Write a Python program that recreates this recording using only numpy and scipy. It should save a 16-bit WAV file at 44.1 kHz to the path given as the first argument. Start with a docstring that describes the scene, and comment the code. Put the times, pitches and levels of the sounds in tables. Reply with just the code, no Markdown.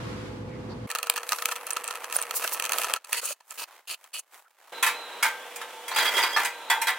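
"""Battery modules lifted in a workshop

Four stretches follow each other abruptly. A machine hums: shaped noise and wavering sines.
Gloved hands fit a steel hanger and strap close by: noise pushes strike damped resonances, rubbing is grainy noise.
A power driver runs bolts down in short bursts: rapid blows excite socket, anvil and bolt.
Farther off the hanger clanks on its chain and the module is dragged over and set down on a stack:
decaying modes, scraping noise, singing resonances and squeals in a diffuse hall."""
import sys
import numpy as np
from scipy import signal
from scipy.fft import rfft, irfft
from scipy.io import wavfile
from scipy.ndimage import uniform_filter1d

SR = 44100
rng = np.random.default_rng(int(sys.argv[2]) if len(sys.argv) > 2 else 0)


def file_out(sig):
    """Save sig as 16-bit WAV at sys.argv[1]."""
    # one column per channel
    cols = np.atleast_2d(sig).T
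    # limit, then scale
    lim = np.clip(cols, -1, 1)
    pcm = np.round(lim * 32767).astype(np.int16)
    wavfile.write(sys.argv[1], SR, pcm)


N = 307816
TIME = np.arange(N) / SR
HANDS_S, DRIVER_S, LIFT_S, END_S = .87, 2.971, 4.722, 8   # stretch starts; END_S lies past the last sample

# Stereo width. Each row: frequency in Hz, side level relative to mid in dB.
WIDTH = [(1300, -16.5), (2400, -11), (4400, -3), (15000, -1.5)]
# Clear touches on the hanger. Each row: time in s, relative level in dB, pitch of the touched part in Hz.
CONTACTS = [(0.901, -21, 1800), (0.913, -21, 4200), (0.949, -15, 1800), (0.955, -18, 1330),
            (0.985, -20.5, 4200), (1.028, -17.5, 2600), (1.068, -22, 1400), (1.097, -4.5, 3050),
            (1.159, -19, 1800), (1.165, -21, 2600), (1.175, -17.5, 1300), (1.23, -25, 1270),
            (1.29, -16.5, 4200), (1.319, -11, 1350), (1.329, -15, 1310), (1.384, -21, 1400),
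            (1.421, -18, 1800), (1.455, -8.5, 2730), (1.486, -20.5, 1300), (1.512, -22, 1800),
            (1.519, -18, 1250), (1.56, -23, 2600), (1.667, -19.5, 9600), (1.705, -16, 6200),
            (1.709, -18, 8000), (1.766, -15, 1320), (1.841, -21, 8000), (1.877, -17, 8000),
            (1.907, -21, 1300), (1.953, -24, 1800), (2.042, -22, 1800), (2.124, -18.5, 2600),
            (2.186, -18.5, 1220), (2.224, -19, 8000), (2.308, -17.5, 1800), (2.422, -22, 1200),
            (2.441, -18, 2600), (2.475, -18, 3100), (2.597, -14.5, 2550), (2.622, -18, 2600),
            (2.639, -21, 3100), (2.651, -17.5, 2600), (2.66, -21, 3100), (2.692, -17, 2600),
            (2.719, -11.5, 2630), (2.732, -16, 2600), (2.783, -12.5, 3100), (2.816, -18.5, 2600),
            (2.833, -20, 2600), (2.843, -18, 1300), (2.896, -20.5, 1270), (2.936, -8.5, 3130),
            (2.96, -22, 1300), (3.046, -31, 4200), (3.128, -9, 2450), (3.405, -41, 970), (3.507, -25, 7240),
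            (4.04, -38.5, 3190)]
# Resonances of the hanger clamped on its module. Each row: frequency in Hz, width in Hz, level in dB.
FRAME = [(665, 37, -13.5), (1000, 37, -6), (1301, 75, 1.5), (1760, 140, -5), (2600, 370, -4),
         (3166, 61, -9.5), (4240, 640, -12.5), (6220, 620, -11), (7970, 1600, -10.5), (9570, 1040, -11),
         (12400, 830, -32), (14000, 4500, -18)]
# Pulls that drag the module. Each row: centre in s, relative level in dB, half length in s.
PULLS = [(6.025, -27, .08), (6.2, -25, .07), (6.32, -34, .03), (6.42, -32, .05)]


def amp(db):
    """Decibels to gain."""
    return np.exp(np.asarray(db) * (np.log(10) / 20))


def rms_one(x):
    """Scale to rms 1."""
    return x / np.sqrt(np.mean(x ** 2) + 1e-20)


def gains(rows):
    """Rows of (s, dB, ..) as one gain curve per column."""
    s, *columns = np.transpose(rows)
    return [amp(np.interp(TIME, s, c)) for c in columns]


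def during(start_s, end_s, edge_s=0.0052):
    """A gate with linear ramps."""
    opening = np.clip((TIME - start_s) / edge_s + .5, 0, 1)
    closing = np.clip((end_s - TIME) / edge_s + .5, 0, 1)
    return opening * closing


def swells(rows):
    """Sum of bell-shaped gains from rows of (s, dB, half length s)."""
    return sum(amp(db) * np.exp(-((TIME - s) / half_s) ** 2) for s, db, half_s in rows)


def add(track, s, sound):
    """Mix a sound in from time s on."""
    at = max(round(s * SR), 0)
    track[..., at:at + sound.shape[-1]] += sound[..., :N - at]


def cut(x, hz, kind, order=2):
    """Butterworth low-pass or high-pass."""
    return signal.sosfilt(signal.butter(order, min(hz, .45 * SR), kind, fs=SR, output="sos"), x)


def colour(x, spectrum, size=2048):
    """Causal minimum-phase filter through (Hz, dB) points, by way of the folded cepstrum."""
    hz, db = np.transpose(spectrum)
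    level_db = np.interp(np.log(np.fft.rfftfreq(size, 1 / SR) + 1), np.log(hz), db)
    cepstrum = irfft(np.log(amp(level_db)))[:size // 2]
    cepstrum[1:] *= 2
    response = irfft(np.exp(rfft(cepstrum, size)))
    return signal.oaconvolve(x, response[None], axes=-1)[:, :x.shape[-1]]


def resonate(x, modes):
    """Parallel two-pole resonances of (Hz, width Hz, dB)."""
    out = 0
    for hz, width_hz, db in modes:
        r = np.exp(-np.pi * width_hz / SR)
        poles = [1, -2 * r * np.cos(2 * np.pi * hz / SR), r * r]
        out = out + amp(db) * (1 - r * r) / 2 * signal.lfilter([1, 0, -1], poles, x + 1e-18)
    return out


def struck(hz, db, t60_s, t):
    """Decaying sines with random phases in mid and side."""
    phases = rng.random((2, len(hz), 1))
    return (amp(db - 60 * t / t60_s) * np.sin(2 * np.pi * (hz * t + phases))).sum(1)


def drift(rate):
    """Random curve of spread 1: straight lines between new values, rate times a second."""
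    return np.interp(TIME * rate, np.arange(N // 20), rng.standard_normal(N // 20))


def noise(size=N):
    """Two unrelated white noises: mid and side."""
    return rng.standard_normal((2, size))


def spread(x, width=WIDTH):
    """Filter the side by the width table and scale both so that the mid has rms 1."""
    return np.vstack([x[:1], colour(x[1:], width)]) / np.sqrt(np.mean(x[0] ** 2) + 1e-20)


def tones(lines, wander_hz):
    """Sines of (Hz, dB rms) in the mid that waver in level and pitch."""
    out = np.zeros((2, N))
    for hz, db in lines:
        phase = 2 * np.pi * np.cumsum(hz + wander_hz * drift(60)) / SR
        out[0] += np.sqrt(2) * amp(db + 2 * drift(20)) * np.sin(phase)
    return out


def friction(spectrum, levels, grain_db, grain_rate, split_hz, width=WIDTH):
    """Grainy coloured noise, split into a dull and a bright part with gains of their own."""
    x = colour(noise() * amp(grain_db * drift(grain_rate)), spectrum)
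    low_gain, high_gain = levels
    dull = spread(cut(x, split_hz, "low", order=3), width)
    bright = spread(cut(x, split_hz, "high", order=3), width)
    return low_gain * dull + high_gain * bright


def voiced(x, body_db, snap_db, low_hz=2000, high_hz=6000):
    """Weigh a blow's body and snap against its middle; the loudest 2 ms of the mid get rms 1."""
    body, snap = cut(x, low_hz, "low", order=3), cut(x, high_hz, "high", order=3)
    middle = cut(cut(x, low_hz, "high", order=3), high_hz, "low", order=3)
    bands = [(body_db, body), (-6.5, middle), (snap_db, snap)]
    blow = spread(sum(amp(db) * band / band[0].std() for db, band in bands))
    return blow / np.sqrt(uniform_filter1d(blow[0] ** 2, size=88).max())


def hall(x, t60_s=0.29, bright_hz=5000, onset_s=0.004):
    """Diffuse reverberation: the mid convolved with decaying noise of softened treble."""
    t = TIME[:SR]
    decay = amp(-60 * t / t60_s) * (1 - np.exp(-t / onset_s))
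    tail = spread(cut(noise(size=SR), bright_hz, "low", order=1) * decay)
    return signal.fftconvolve(x[:1], tail / np.sqrt(SR), axes=-1)[:, :N]


def machine():
    """Rumble and hiss as shaped noise, with hum and motor tones, some steadier, some wavering."""
    # Each row: frequency in Hz, relative density in dB per Hz.
    rumble_spectrum = [(30, -30), (60, -10), (110, -3), (300, -6), (520, -10), (640, -19.5), (1050, -19.5),
                       (1500, -26), (4500, -37), (11000, -50.5), (16000, -65)]
    # Each row: time in s, rumble level in dB, hiss level in dB.
    machine_levels = [(0.0, -38, -45), (0.27, -40, -48), (0.43, -41, -55.5), (0.85, -40.5, -53)]
    # Width of the machine. Each row: frequency in Hz, side relative to mid in dB.
    far_width = [(100, -18), (400, -3), (1300, 0.5)]
    # Steadier tones. Each row: frequency in Hz, level in dB rms.
    hum_lines = [(60, -51.5), (120, -48), (503, -49), (671, -60), (838, -59.5)]
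    # Unsteady tones. Each row: frequency in Hz, level in dB rms.
    wavering_lines = [(108, -46), (158, -51), (218, -47.5), (255, -50.5)]
    rumble = friction(rumble_spectrum, gains(machine_levels), grain_db=0.8, grain_rate=45, split_hz=1160,
                      width=far_width)
    hum = tones(hum_lines, wander_hz=1.9) + tones(wavering_lines, wander_hz=8)
    return (rumble + hum) * during(0, 0.865, edge_s=.006)


def workshop_drone():
    """Faint wavering sines under the hands and the lift."""
    # Each row: frequency in Hz, level in dB rms.
    drone_lines = [(479, -54), (511, -59.5)]
    return tones(drone_lines, wander_hz=3.69) * (during(HANDS_S, DRIVER_S) + during(LIFT_S, END_S))


def bustle():
    """The busy hall during the lift: shaped noise in two bands."""
    # Each row: frequency in Hz, relative density in dB per Hz.
    bustle_spectrum = [(70, -53), (170, -23.5), (300, -12), (480, -4), (900, -0.5), (1500, -6.5),
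                       (3400, -5.5), (4400, -14), (8000, -14), (16000, -20.5)]
    # Each row: time in s, low band level in dB, high band level in dB.
    bustle_levels = [(4.72, -42, -50.5), (5.1, -42, -52), (5.7, -45, -50), (6.6, -43.5, -52)]
    return friction(bustle_spectrum, gains(bustle_levels), grain_db=1.0, grain_rate=120, split_hz=3000)


def shifting(still_low_db=-72, still_high_db=-76):
    """Sleeve and tool rustle with each move between bolts, as swelling grainy noise over quiet air."""
    # Each row: frequency in Hz, relative density in dB.
    rustle_spectrum = [(100, -54), (250, -22), (500, -5.5), (900, 1), (2000, -5), (5000, -15),
                       (7500, -12.5), (16000, -14.5)]
    # Each row: centre in s, relative level in dB, half length in s, brightness in dB.
    moves = [(2.98, -62, .06, -14), (3.11, -48, .03, 0), (3.55, -55, .06, 4), (3.735, -56, .08, -8),
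             (4.04, -62, .06, -3), (4.365, -56, .05, -2), (4.68, -58.5, .09, -7)]
    low = np.hypot(amp(still_low_db), swells((s, db, half_s) for s, db, half_s, _ in moves))
    bright_moves = [(s, db + bright_db, half_s) for s, db, half_s, bright_db in moves]
    high = np.hypot(amp(still_high_db), swells(bright_moves))
    rustle = friction(rustle_spectrum, (low, high), grain_db=4.0, grain_rate=420, split_hz=5700)
    return amp(3.5) * rustle * during(DRIVER_S, LIFT_S)


def squeaks_and_rings():
    """Brief squeaks, creaks and low rings: bell-shaped noise through two resonances in series."""
    # Each row: centre in s, level in dB, half length in s, frequency in Hz, width in Hz.
    brief_rings = [(0.715, -53, .02, 4400, 800), (0.718, -47, .03, 950, 330), (0.54, -53, .05, 2100, 350),
                   (4.462, -58, .015, 1400, 200), (6.772, -29, .04, 890, 50), (6.84, -33, .035, 915, 50)]
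    out, t = np.zeros((2, N)), TIME[:16384] - TIME[8192]
    for s, db, half_s, hz, width_hz in brief_rings:
        narrow = resonate(noise(size=len(t)), [(hz, width_hz, 0)])
        ring = resonate(narrow, [(hz, 2 * width_hz, 0)])
        add(out, s + t[0], amp(db) * np.exp(-(t / half_s) ** 2) * spread(ring))
    return out


def hands(grip_db=-46.5, grip_db_per_s=3.5, glove_bright_db=-8):
    """Gloves rub ever more firmly, the strap slides and swishes, tiny contacts tick in the frame."""
    # Each row: frequency in Hz, relative density in dB.
    rub_spectrum = [(59, -65), (100, -47), (481, -10), (1170, -4), (1280, -7), (1550, -10), (2630, -10),
                    (3700, -14.5), (7290, -14), (10900, -9), (16000, -16.5)]
    # Strap drawn over the frame. Each row: centre in s, level in dB, half length in s.
    slides = [(1.35, -41, .08), (1.51, -44, .055), (1.72, -48, .04), (2.16, -39.5, .045), (2.46, -37, .105),
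              (2.81, -37, .085)]
    # Strap sliding through its eyes. Each row: centre in s, level in dB, half length in s.
    swishes = [(2.157, -28, 0.014), (2.368, -24.5, 0.017), (2.537, -26.5, 0.013)]
    grip = amp(grip_db + grip_db_per_s * (TIME - HANDS_S))
    bright = np.hypot(amp(glove_bright_db) * grip, swells(slides))
    rubbing = friction(rub_spectrum, (grip, bright), grain_db=3.8, grain_rate=320, split_hz=2480)
    tick_gain = amp(2 * np.minimum(rng.exponential(1, N), 2))
    ticks = (rng.random(N) < 90 / SR) * tick_gain * noise()   # 90 per s on average
    ringing = cut(resonate(ticks, FRAME), 380, "high")
    ticking = grip * spread(cut(ringing, 4000, "low", order=1))
    swish = swells(swishes) * spread(cut(noise(), 6400, "high"))
    return (rubbing + amp(-3.5) * ticking + swish) * during(HANDS_S, DRIVER_S)


def brushes(count=8, level_db=-30, spread_db=2, low_hz=1000, high_hz=4000):
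    """Light random finger touches while the hanger is fitted: rows of (s, relative dB, Hz)."""
    when, strength, part = rng.random((count, 3)).T
    s = HANDS_S + (DRIVER_S - HANDS_S) * (np.arange(count) + when) / count
    db = level_db + spread_db * (2 * strength - 1)
    return np.transpose([s, db, low_hz * (high_hz / low_hz) ** part])


def contacts(delay_s=0.0007, crack_db=-16, scuff_db=-28, scuff_s=0.011, part_db=1.5, part_q=9,
             spot_db=3.5, detune=.02):
    """Each touch crunches and scuffs; its part rings, and the damped frame answers anew at every spot."""
    # A small, high part has less body and more snap; a big part is touched more softly.
    part_ref_hz = 1300
    body_ref_db, body_db_per_octave, snap_ref_db, snap_db_per_octave = -4.5, -7.5, -13.2, 4.2
    contact_ref_s, contact_factor_per_octave = .00085, .68
    out, t = np.zeros((2, N)), TIME[:2048]
    frame_hz, width_hz, mode_db = np.transpose(FRAME)
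    for s, db, hz in [*CONTACTS, *brushes()]:
        octaves = np.log2(hz / part_ref_hz)
        body_db = body_ref_db + body_db_per_octave * octaves
        snap_db = snap_ref_db + snap_db_per_octave * octaves
        contact_s = contact_ref_s * contact_factor_per_octave ** octaves
        crunch = (t / contact_s) ** 2 * np.exp(-t / contact_s)
        push = noise(size=len(t)) * (crunch + amp(scuff_db) * np.exp(-t / scuff_s))
        strength, shift = rng.standard_normal((2, len(FRAME)))
        frame = zip(frame_hz * (1 + detune * shift), width_hz, mode_db + spot_db * strength)
        ringing = resonate(push, [*frame, (hz, hz / part_q, part_db)]) + amp(crack_db) * push
        add(out, s + delay_s, amp(db) * voiced(cut(ringing, 540, "high"), body_db, snap_db))
    return amp(-6.5) * out


def knocks(contact_s=.0025, casing_q=7, upper_db=-6):
    """Hollow knocks: a soft push rings a plastic casing wall, with a broad resonance an octave above."""
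    # Each row: time in s, mid peak in dB, frequency in Hz.
    casing_knocks = [(2.158, -21, 690), (2.445, -19, 687), (2.698, -23, 620), (2.74, -22, 700),
                     (2.76, -27, 640), (2.792, -24, 680), (2.868, -25, 800), (2.905, -25, 650),
                     (3.227, -29, 560), (3.304, -29, 600)]
    out, t = np.zeros((2, N)), TIME[:2048]
    for s, db, hz in casing_knocks:
        push = noise(size=len(t)) * t * np.exp(-t / contact_s)
        wall = resonate(push, [(hz, hz / casing_q, 0), (2 * hz, hz / 2, upper_db)])
        hollow = spread(cut(wall, hz / 2, "high"))
        add(out, s, amp(db) * hollow / np.abs(hollow[0]).max())
    return out


def settling(taps_db=-46, taps_per_s=700, settle_s=.007, lead_s=.004, dull_hz=3000, firm_db=-20):
    """A part wobbles with a few dull, uneven taps as it meets the frame and comes to rest."""
    wobble, t = np.zeros(N), TIME[:2048]
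    for s, db, _ in CONTACTS:
        add(wobble, s - lead_s, amp(min(db, firm_db)) * t * np.exp(-t / settle_s))
    taps = noise() * wobble * (rng.random(N) < taps_per_s / SR)
    dull = cut(resonate(taps, FRAME), dull_hz, "low", order=1)
    return amp(taps_db) * spread(cut(dull, 540, "high"))


def squeaks(half_s=0.001):
    """Rubber slips on steel for a couple of milliseconds: a bell-shaped sine burst."""
    # Each row: centre in s, level in dB, frequency in Hz.
    glove_squeaks = [(1.7337, -17.5, 9100), (2.1662, -7.5, 9600), (2.217, -16.5, 9000), (3.509, -28, 7400)]
    out, t = np.zeros((2, N)), TIME[:512] - TIME[256]
    for s, db, hz in glove_squeaks:
        burst = amp(db) * np.exp(-(t / half_s) ** 2) * np.sin(2 * np.pi * hz * t)
        add(out, s + t[0], burst * np.array([[1], [-.4]]))
    return out


def driver(blow_s=0.00069, whirr=0.12, jitter=0.023, spin_up_s=0.0075, run_down_s=0.005, hammer_db=-4,
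           hammer_s=.0007, bolt_q=8, wobble_db=3.5, chatter_db=1.8):
    """The hammer strikes hundreds of times a second; anvil, socket and bolt ring as the tool wobbles."""
    # Each row: start in s, end in s, blows per s, level in dB, swell in dB per s,
    # socket, anvil and bolt ring in dB, bolt pitch in Hz.
    bursts = [(3.119, 3.199, 474, -30.5, -35, 2, 0, 13, 2050), (3.212, 3.328, 440, -34, 8, -6, 3, 3, 1270),
              (3.574, 3.639, 324, -35, 0, -4, -10, 3, 980), (3.872, 3.946, 345, -35.5, 0, 3, 1, 7, 2750),
              (4.13, 4.195, 320, -35, 20, 2, 10, 9, 2900)]
    # Each row: frequency in Hz, relative density in dB.
    blow_spectrum = [(88, -54), (150, -29), (504, -6), (1260, -4.5), (2180, -10), (2600, -5.5), (3420, -8),
                     (10000, -8), (16000, -11.5)]
    # Socket resonances. Each row: frequency in Hz, width in Hz, level in dB.
    socket_modes = [(1290, 50, 0), (2570, 220, 7), (2950, 220, 5), (4450, 380, 5.5)]
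    # Anvil resonances. Each row: frequency in Hz, width in Hz, level in dB.
    anvil_modes = [(6750, 550, 1), (8400, 800, 1), (10050, 550, 5), (14400, 600, -3)]
    out, t = np.zeros((2, N)), TIME[:8192]
    for start_s, end_s, per_s, db, swell_db_per_s, socket_db, anvil_db, bolt_db, bolt_hz in bursts:
        turns = np.cumsum(per_s * (1 + jitter * drift(120)[:len(t)])) / SR
        grit = noise(size=len(t)) * (np.exp(-(turns % 1) / per_s / blow_s) + whirr)
        strikes = np.diff(np.floor(turns), prepend=0) * amp(2.2 * rng.standard_normal(len(t)))
        hit = noise(size=256) * np.exp(-t[:256] / hammer_s)
        hammer = signal.fftconvolve(strikes[None], hit, axes=-1)[:, :len(t)]
        blows = colour(rms_one(grit) + amp(hammer_db) * rms_one(hammer), blow_spectrum)
        bolt_modes = [(bolt_hz, bolt_hz / bolt_q, 0)]
        ringing = blows
        for ring_db, modes in [(socket_db, socket_modes), (anvil_db, anvil_modes), (bolt_db, bolt_modes)]:
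            ringing = ringing + amp(ring_db + wobble_db * drift(45)[:len(t)]) * resonate(blows, modes)
        run_down = np.exp(-np.maximum(t + start_s - end_s, 0) / run_down_s)
        torque = (1 - np.exp(-t / spin_up_s)) * run_down
        chatter = amp(chatter_db * drift(180)[:len(t)])
        level = amp(db + swell_db_per_s * (t - (end_s - start_s) / 2))   # db holds at mid-burst
        add(out, start_s, level * torque * chatter * spread(ringing))
    return out + amp(-36.5) * hall(out)


def singing(hz, q=110, flutter_db=2.5):
    """A sharp resonance kept ringing by unsteady friction; rms about 1."""
    sharp = resonate(noise(), [(hz, hz / q, 0)])
    return amp(flutter_db * drift(14)) * rms_one(resonate(sharp, [(hz, hz / 20, 0)]))


def chain_voice(lines, spells):
    """One voice of the loaded chain, held through each of its spells."""
    held = sum(amp(db) * during(start_s, end_s, edge_s=.06) for start_s, end_s, db in spells)
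    voice = sum(amp(db) * singing(hz) for hz, db in lines)
    return held * voice[0].std() * spread(voice)


def chain():
    """The loaded chain sings with a taut and a slack voice."""
    # Taut and slack voice. Each row: frequency in Hz, relative level in dB.
    taut_lines = [(910, -61), (958, -60), (1346, -59), (1588, -60), (3790, -60), (4030, -55.5)]
    slack_lines = [(888, -52), (3380, -59)]
    # Their spells. Each row: start in s, end in s, gain in dB.
    taut_spells = [(4.72, 5.27, 4.5), (6.52, 6.98, 3.5)]
    slack_spells = [(5.27, 5.9, 1), (5.9, 6.98, -2)]
    return chain_voice(taut_lines, taut_spells) + chain_voice(slack_lines, slack_spells)


def clinks(taps_per_s=170, low_hz=900, high_hz=5300, link_q=110, links_db=-7, count=20):
    """Under each pull the chain links tap one another, every link ringing at a pitch of its own."""
    taps = noise() * (rng.random(N) < taps_per_s / SR)
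    dealt = rng.integers(0, count, N)   # which link each tap falls on
    ringing = 0
    for k, hz in enumerate(rng.uniform(low_hz, high_hz, count)):
        ringing = ringing + resonate(taps * (dealt == k), [(hz, hz / link_q, 0)])
    return amp(links_db) * swells(PULLS) * spread(ringing)


def overtone(hz, wander):
    """A sine whose pitch wavers by the given share; rms 1."""
    return np.sqrt(2) * np.sin(2 * np.pi * np.cumsum(hz * (1 + wander)) / SR)


def squeals(jitter=.01, flutter_db=3, side_db=-7):
    """Steel catches and squeals: short stick-slip bursts on the second and third harmonic."""
    # Each row: centre in s, half length in s, fundamental in Hz, second harmonic in dB, third in dB.
    catches = [(5.985, .018, 1640, -38, -36), (6.018, .018, 1635, -32, -44), (6.08, .03, 1642, -30, -41),
               (6.175, .027, 1637, -27.5, -38), (6.245, .03, 1640, -36, -38), (6.347, .02, 1650, -33, -41)]
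    out, t = np.zeros((2, N)), TIME[:8192] - TIME[4096]
    for s, half_s, hz, second_db, third_db in catches:
        wander = jitter * drift(400)[:len(t)]
        tone = amp(second_db) * overtone(2 * hz, wander) + amp(third_db) * overtone(3 * hz, wander)
        grip = np.exp(-(t / half_s) ** 2) * amp(flutter_db * drift(200)[:len(t)])
        add(out, s + t[0], grip * tone * np.array([[1], [-amp(side_db)]]))
    return out


def drag(slip_db=3.0, knocks_per_s=110, knock_s=.0025, knock_db=7, ring_db=-5):
    """Under each pull the module scrapes and judders: uneven small knocks set it ringing."""
    # Each row: frequency in Hz, relative density in dB.
    scrape_spectrum = [(70, -70), (180, -26), (461, -9), (721, -11), (891, -7.5), (2860, -12.5),
                       (3320, -14.5), (4200, -22), (5900, -18.5), (16000, -21.5)]
    # Each row: frequency in Hz, width in Hz, level in dB.
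    module_modes = [(960, 70, -7), (1400, 60, -12), (1724, 50, -7), (2000, 120, -8)]
    hits = (rng.random(N) < knocks_per_s / SR) * rng.uniform(.3, 1, N)
    judder = signal.lfilter([1], [1, -np.exp(-1 / (knock_s * SR))], hits + 1e-18)
    slips = noise() * (amp(slip_db * drift(350)) + amp(knock_db) * judder)
    scrape = amp(-3) * spread(colour(slips, scrape_spectrum))
    ringing = amp(ring_db) * spread(resonate(slips, module_modes))
    return swells(PULLS) * (scrape + ringing)


def clanks(chatter_db=2.5, build_s=0.0016, spot_db=3.5, part_db=0, second_db=-2, part_t60_s=0.14,
           links_db=-6, links_t60_s=0.084, count=12):
    """Loose parts rattle after each blow; struck parts, hanger, sheet metal and chain links ring on."""
    # Each row: time in s, relative level in dB, brightness in dB, pitches of the two parts that meet in Hz.
    hanger_blows = [(4.826, -9, 4, 1375, 1039), (4.863, -13, 2.5, 1760, 2560), (4.88, -16, 1, 1750, 2315),
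                    (5.226, -8.5, 3.5, 1425, 2190), (5.25, -13, -4, 2083, 894), (5.558, -27, 11, 894, 2400),
                    (5.613, -24.5, -1, 1320, 1730), (5.88, -24, 6, 3290, 2400), (5.913, -19, -4, 910, 1040),
                    (5.96, -14.5, 1, 1400, 1730), (5.984, -12.5, 1, 1730, 1040),
                    (6.053, -14, 1, 1420, 2080), (6.18, -13.5, 0, 986, 1900),
                    (6.235, -13.5, -2.5, 907, 2180), (6.362, -9, -4, 1744, 1200),
                    (6.392, -17, -1, 1000, 2150), (6.447, -15.5, 5, 953, 2070),
                    (6.699, -9.5, 2, 1950, 3410), (6.712, -16, -5, 904, 1580), (6.815, -16, 7, 912, 2100),
                    (6.869, -15, 2, 1598, 3280), (6.88, -13.5, 0, 1750, 1590)]
    # Each row: frequency in Hz, relative density in dB.
    rattle_spectrum = [(88, -70), (150, -51.5), (466, -15.5), (745, -9.5), (905, 3.5), (1100, -2.5),
                       (1720, 1), (5360, -17), (9820, -20), (16000, -22.5)]
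    # Modes of the free hanger. Each row: frequency in Hz, level in dB, t60 in s.
    hanger_modes = [(731, -8, 0.18), (839, -8, .4), (917, 2.5, .35), (1041, 2, 0.35), (1390, 2.5, 0.35),
                    (1573, -5, 0.7), (1730, 6, 0.18), (1876, -10, 0.22), (1955, -1, 0.24), (2076, 2, 0.23),
                    (2180, 0, .2), (2400, -1, 0.31), (2568, -3, 0.2), (3260, -1, 0.2), (3784, -2, 0.18),
                    (4800, -5, .18)]
    body_db, snap_db, ring_db = -7.6, -15.5, -2.5
    rattle_ref_s, rattle_s_per_db = .038, .001   # at 0 dB in the blow table; harder blows rattle longer
    sheet_low_hz, sheet_high_hz, sheet_db, sheet_t60_s = 720, 2700, -1.5, .2
    out, t = np.zeros((2, N)), TIME[:12288]
    hz, mode_db, t60_s = np.transpose(hanger_modes)[:, :, None]
    for s, db, bright_db, *part_hz in hanger_blows:
        rattle_s = max(rattle_ref_s + rattle_s_per_db * db, .001)
        rattle = noise(size=len(t)) * np.exp(-t / rattle_s) * amp(chatter_db * drift(521)[:len(t)])
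        hanger = struck(hz, mode_db + spot_db * rng.standard_normal(hz.shape), t60_s, t)
        parts = struck(np.array(part_hz)[:, None], np.array([[0], [second_db]]), part_t60_s, t)
        # sheet and link modes are new at every blow
        sheet = struck(rng.uniform(sheet_low_hz, sheet_high_hz, (count, 1)), 0, sheet_t60_s, t)
        link_hz = rng.uniform(3000, 13000, (count, 1))
        links = struck(link_hz, -20 * np.log10(link_hz), links_t60_s, t)
        ringing = rms_one(hanger) + amp(part_db) * rms_one(parts)
        ringing = ringing + amp(sheet_db) * rms_one(sheet) + amp(links_db) * rms_one(links)
        blow = rms_one(colour(rattle, rattle_spectrum)) + amp(ring_db) * ringing
        blow = blow * (1 - np.exp(-t / build_s))
        add(out, s, amp(db) * voiced(blow, body_db - bright_db, snap_db + bright_db))
    return amp(-6.8) * out


def lift():
    """Clanks, dragging, clinks and squeals reverberate; the chain sings in the busy hall."""
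    load = clanks() + drag() + clinks() + squeals()
    return (load + amp(-12.5) * hall(load) + chain() + bustle()) * during(LIFT_S, END_S)


def scene(left_db=-0.78, right_db=0.21):
    """All four stretches, summed as mid and side, then turned into left and right."""
    touches = contacts() + knocks() + settling() + squeaks()
    touch_reverb = amp(-23.5) * during(HANDS_S, DRIVER_S) * hall(touches)
    background = machine() + workshop_drone() + shifting() + squeaks_and_rings()
    mid, side = background + hands() + touches + touch_reverb + driver() + lift()
    return np.array([amp(left_db) * (mid + side), amp(right_db) * (mid - side)])


def record(dry, ceiling=.85, cutoff_hz=15900):
    """Tanh rounds the highest peaks, then an elliptic low-pass cuts the top steeply."""
    rounded = ceiling * np.tanh(dry / ceiling)
    return signal.sosfilt(signal.ellip(10, .2, 70, cutoff_hz, fs=SR, output="sos"), rounded)


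dry = scene()
out = record(dry)
file_out(out)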